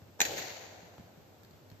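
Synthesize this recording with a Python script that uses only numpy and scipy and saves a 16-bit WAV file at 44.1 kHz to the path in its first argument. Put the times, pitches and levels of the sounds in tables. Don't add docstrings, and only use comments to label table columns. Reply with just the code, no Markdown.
import sys
import numpy as np
from scipy import signal
from scipy.fft import rfft, irfft
from scipy.io import wavfile
from scipy.ndimage import uniform_filter1d

SR = 44100
rng = np.random.default_rng(int(sys.argv[2]) if len(sys.argv) > 2 else 0)


def inscribe(sig):
    pcm = np.round(np.clip(np.atleast_2d(sig).T, -1, 1) * 32767)
    wavfile.write(sys.argv[1], SR, pcm.astype(np.int16))


N = 79380
HIT_S = 0.2044


def amp(db):
    return 10 ** (np.asarray(db) / 20)


def unit(x):
    return x / np.sqrt(np.mean(x ** 2) + 1e-20)


def read(points, hz):
    f, value = np.transpose(points)
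    return np.interp(np.log(hz + 1), np.log(f + 1), value)


def fade(t, t60):
    decay_rate = np.log(1000) / np.maximum(t60, 1e-4)
    return (t >= 0) * np.exp(-decay_rate * np.maximum(t, 0))


def swell(t, width_s):
    return np.exp(-.5 * (t / width_s) ** 2)


def pan(db):
    return amp(np.array([[db], [-db]]) / 2)


def clock(start_s=0):
    return np.arange(N) / SR - start_s


def delay(x, s):
    hz = np.fft.rfftfreq(2 * N, 1 / SR)
    return irfft(rfft(x, 2 * N) * np.exp(-2j * np.pi * hz * s))[..., :N]


def convolve(a, b):
    return signal.fftconvolve(np.atleast_2d(a), np.atleast_2d(b), axes=1)[:, :N]


def click(spectrum, size=2048):
    log_gain = np.log(amp(read(spectrum, abs(np.fft.fftfreq(size, 1 / SR)))))
    x = np.fft.ifft(np.exp(np.conj(signal.hilbert(log_gain)))).real
    return np.pad(x / np.linalg.norm(x), (0, N - size))


def noise(spectrum, likeness):
    hz = np.fft.rfftfreq(N, 1 / SR)
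    a, b = rfft(rng.standard_normal((2, N)))
    same = np.clip(read(likeness, hz), -1, 1)
    mid = a * np.sqrt(1 + same)
    side = b * np.sqrt(1 - same)
    stereo = np.array([mid + side, mid - side])
    return unit(irfft(stereo * amp(read(spectrum, hz)), N))


# (frequency [Hz], correlation [-1 to 1])
HALL_LIKENESS = [(100, 1), (300, .7), (600, 0.5), (1200, 0.05), (3000, 0.033), (13000, 0.017)]


def scatter(t60, channels=2):
    white = [(1, 0), (SR, 0)]
    x = noise(white, HALL_LIKENESS)[:channels] * fade(clock(), t60)
    return x / np.linalg.norm(x, axis=1, keepdims=True)


# (frequency [Hz], relative level per Hz [dB])
CRACK_COLOUR = [(50, -40), (150, -11), (420, -17), (850, 0), (1180, -24.5), (1650, 1.5), (2000, 6.5),
                (2350, 2.5), (2600, 0.5), (3050, -8.5), (3800, -3), (5000, -9.5), (6600, -0.5),
                (8000, -6.5), (13000, -8.5)]
# (delay [s], mirror reflection [dB], scattered part [dB], scatter T60 [s],
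# left over right [dB], right-ear lag [s]); direct sound first, then floor, walls and stands
PATHS_TO_EARS = [(0, 0, -24, .012, 0, .00012), (.0103, -.5, -14, .01, 2, .00038),
                 (.0109, -6, -24, .01, 2, .00025), (.0134, -7, -18, .02, -2, -.00025),
                 (.0147, -14, -22, .02, 5, .0002), (.047, -13, -20, .025, 4, .0003),
                 (.0501, -13, -20, .03, 2, -.0001), (.054, -20, -22, .04, 2, .0002),
                 (.0585, -21, -19, .03, 0, .0002), (.173, -23, -16, .07, 1, .0003)]
RATTLE_DB, RATTLE_T60_S = -2, 0.034
BRUSH_S, BRUSH_DB = .0019, -17
RELEASE_S, RELEASE_DB = .00117, -4.5
HIT_DB = 1.5


def racket():
    snap = click(CRACK_COLOUR)
    buzz = amp(RATTLE_DB) * convolve(snap, scatter(RATTLE_T60_S))
    brush = amp(BRUSH_DB) * convolve(snap, scatter(RATTLE_T60_S / 2))
    blow = delay(buzz - snap - strings(), HIT_S)
    blow = blow - amp(RELEASE_DB) * delay(snap, HIT_S + RELEASE_S)
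    blow = blow + delay(brush, HIT_S - BRUSH_S)
    out = np.zeros((2, N))
    for late_s, mirror_db, spray_db, t60, pan_db, lag_s in PATHS_TO_EARS:
        mirror = amp(mirror_db) * blow
        spray = amp(spray_db) * convolve(blow, scatter(t60))
        left, right = pan(pan_db) * (mirror + spray)
        out += [delay(left, late_s), delay(right, late_s + lag_s)]
    return amp(HIT_DB) * out


# (frequency [Hz], level within the blow [dB], T60 [s])
STRING_MODES = [(918, -29, 0.0063), (1514, -29.5, 0.05), (2044, -33.5, 0.043), (2110, -32, 0.033),
                (2595, -33, 0.014), (4043, -26, .03), (6330, -29, 0.065), (6750, -28.5, 0.055)]


def strings():
    t = clock()
    return sum(amp(db) * fade(t, t60) * np.sin(2 * np.pi * hz * t) for hz, db, t60 in STRING_MODES)


# (frequency [Hz], relative level per Hz [dB])
SWISH_COLOUR = [(100, -46), (450, -6), (850, -7), (1300, -14), (2500, -31.5), (7000, -22.5), (14000, -47)]
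SWISH_S, SWISH_WIDTH_S, SWISH_DB = .1965, .0028, -42


def swish():
    return amp(SWISH_DB) * noise(SWISH_COLOUR, HALL_LIKENESS) * swell(clock(SWISH_S), SWISH_WIDTH_S)


# (frequency [Hz], relative level per Hz [dB])
HALL_COLOUR = [(60, -35), (110, -11.5), (240, -13.5), (450, -7.5), (720, -4.5), (1000, -13), (1220, -17),
               (1550, -9), (1900, -8), (2550, -8), (3300, -12), (4000, -9), (4600, -7.5), (5000, -15),
               (6100, -9.5), (6700, -6.5), (7400, -12.5), (8000, -32), (13000, -17)]
# (frequency [Hz], T60 [s])
HALL_DECAY = [(100, 0.53), (300, 2.16), (650, 2.83), (1300, 2.1), (2500, 1.5), (4500, 1.445), (7000, 1.32),
              (13000, 1.1)]
# (delay [s], rise [s], level [dB], share of the hall's T60 [ratio])
HALL_TAILS = [(0.013, .009, -36.5, 0.78), (0.148, 0.033, -38.5, 0.94)]
# (frequency [Hz], relative level per Hz [dB])
BLOOM_COLOUR = [(100, -16), (250, -19), (380, -7.5), (620, -11.5), (800, -10.5), (1100, -32.5),
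                (3000, -20.5), (13000, -31.5)]
BLOOM_S, BLOOM_WIDTH_S, BLOOM_DB = 0.12, 0.073, -42
NEAR_DB, NEAR_T60_S = -34, .17
HALL_PAN_DB, FLUTTER_DB = 2, 1.44


def hall():
    since_hit = clock(HIT_S)
    out = amp(NEAR_DB) * noise(CRACK_COLOUR, HALL_LIKENESS) * fade(since_hit, NEAR_T60_S)
    bloom = amp(BLOOM_DB) * noise(BLOOM_COLOUR, HALL_LIKENESS)
    out += bloom * swell(clock(HIT_S + BLOOM_S), BLOOM_WIDTH_S) * (since_hit > 0)
    for late_s, rise_s, db, share in HALL_TAILS:
        hz, t, z = signal.stft(noise(HALL_COLOUR, HALL_LIKENESS), SR, nperseg=512)
        t60 = share * read(HALL_DECAY, hz)[:, None]
        z = z * fade(np.maximum(t - HIT_S - late_s, 0), t60)
        tail = signal.istft(z, SR)[1][:, :N]
        out += amp(db) * tail * np.clip(clock(HIT_S + late_s) / rise_s, 0, 1)
    clusters = unit(uniform_filter1d(rng.standard_normal((2, N)), size=180, axis=1))
    return out * pan(HALL_PAN_DB) * amp(FLUTTER_DB * clusters)


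# (time [s], thud [dB], board pitch [Hz], sole click [dB], left over right [dB])
FOOTFALLS = [(.019, -46, 100, -72, 1), (.079, -51, 110, -72, .5), (.829, -51, 175, -66, .5),
             (.9815, -42, 135, -55, .5), (.9965, -44, 205, -58, 0), (1.049, -49, 120, -72, -1),
             (1.174, -45, 160, -70, -.5), (1.434, -55, 200, -49, 1), (1.449, -60, 130, -51, .5),
             (1.509, -56, 200, -53, 0), (1.535, -48, 130, -68, -.5), (1.701, -62, 110, -51, -1.5),
             (1.7155, -42, 112, -54, -1)]
# (frequency [Hz], relative level per Hz [dB])
THUD_COLOUR = [(30, -50), (70, -19), (115, 7.5), (200, -6), (300, -8.5), (800, -32.5), (2000, -22),
               (8000, -46)]
# (frequency [Hz], relative level per Hz [dB])
SOLE_COLOUR = [(200, -12), (700, -11), (1700, 3), (2800, -21), (4200, 10), (5500, -9.5), (7000, -4),
               (13000, -3)]
# (frequency [Hz], relative level per Hz [dB])
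HEEL_COLOUR = [(60, -27), (200, -1), (600, 13), (1600, -4), (2600, -13), (4500, -14), (9000, -26)]
HEEL_S, HEEL_DB = .9817, -26.5
BOARD_T60_S, THUD_T60_S, SOLE_T60_S = 0.062, .17, .016
RUMBLE_DB = -8.5
STEP_WET_DB, STEP_T60_S = -8, .6


def steps():
    out = np.zeros((2, N)) - amp(HEEL_DB) * delay(click(HEEL_COLOUR), HEEL_S)
    for s, thud_db, hz, click_db, pan_db in FOOTFALLS:
        t = clock(s)
        board = -np.sin(2 * np.pi * hz * t) * fade(t, BOARD_T60_S)
        rumble = amp(RUMBLE_DB) * noise(THUD_COLOUR, AIR_LIKENESS) * fade(t, THUD_T60_S)
        tick = amp(click_db) * noise(SOLE_COLOUR, AIR_LIKENESS) * fade(t, SOLE_T60_S)
        out += pan(pan_db) * (amp(thud_db) * (board + rumble) + tick)
    return out + amp(STEP_WET_DB) * convolve(out, scatter(STEP_T60_S, channels=1))


# (frequency [Hz], relative level per Hz [dB])
AIR_COLOUR = [(20, -36), (45, -4.5), (65, -6), (100, 5.5), (150, -3), (300, -3.5), (600, -6.5), (1100, -14),
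              (2000, -19.5), (4000, -21.5), (7000, -25.5), (13000, -24)]
# (frequency [Hz], correlation [-1 to 1])
AIR_LIKENESS = [(50, 0.93), (150, 0.65), (500, 0.56), (1200, 0.083), (4000, 0.067), (13000, 0.052)]
AIR_DB = -58
HUM_HZ, HUM_DB, HUM_WAVER = 100, -69.5, 0.15


def ventilation():
    waver = unit(uniform_filter1d(rng.standard_normal(N), size=5000))
    hum = unit((1 + HUM_WAVER * waver) * np.sin(2 * np.pi * HUM_HZ * clock()))
    return amp(AIR_DB) * noise(AIR_COLOUR, AIR_LIKENESS) + amp(HUM_DB) * hum


def scene():
    return racket() + swish() + hall() + steps() + ventilation()


CEILING = .7
LOW_CUT_HZ, GAP_HZ, EDGE_HZ = 69, (8150, 11650), 14550
HISS_DB = -80.5


def record(dry):
    rounded = CEILING * np.tanh(dry / CEILING)
    low_cut = signal.butter(4, LOW_CUT_HZ, "highpass", fs=SR, output="sos")
    thin = signal.sosfilt(low_cut, rounded)
    hollow = signal.firwin(161, GAP_HZ, window=("kaiser", 6), fs=SR)
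    edge = signal.firwin(191, EDGE_HZ, window=("kaiser", 8), fs=SR)
    coloured = signal.oaconvolve(thin, hollow[None], "same", axes=1)
    hiss = amp(HISS_DB) * rng.standard_normal((2, N))
    return signal.oaconvolve(coloured + hiss, edge[None], "same", axes=1)


dry = scene()
out = record(dry)
inscribe(out)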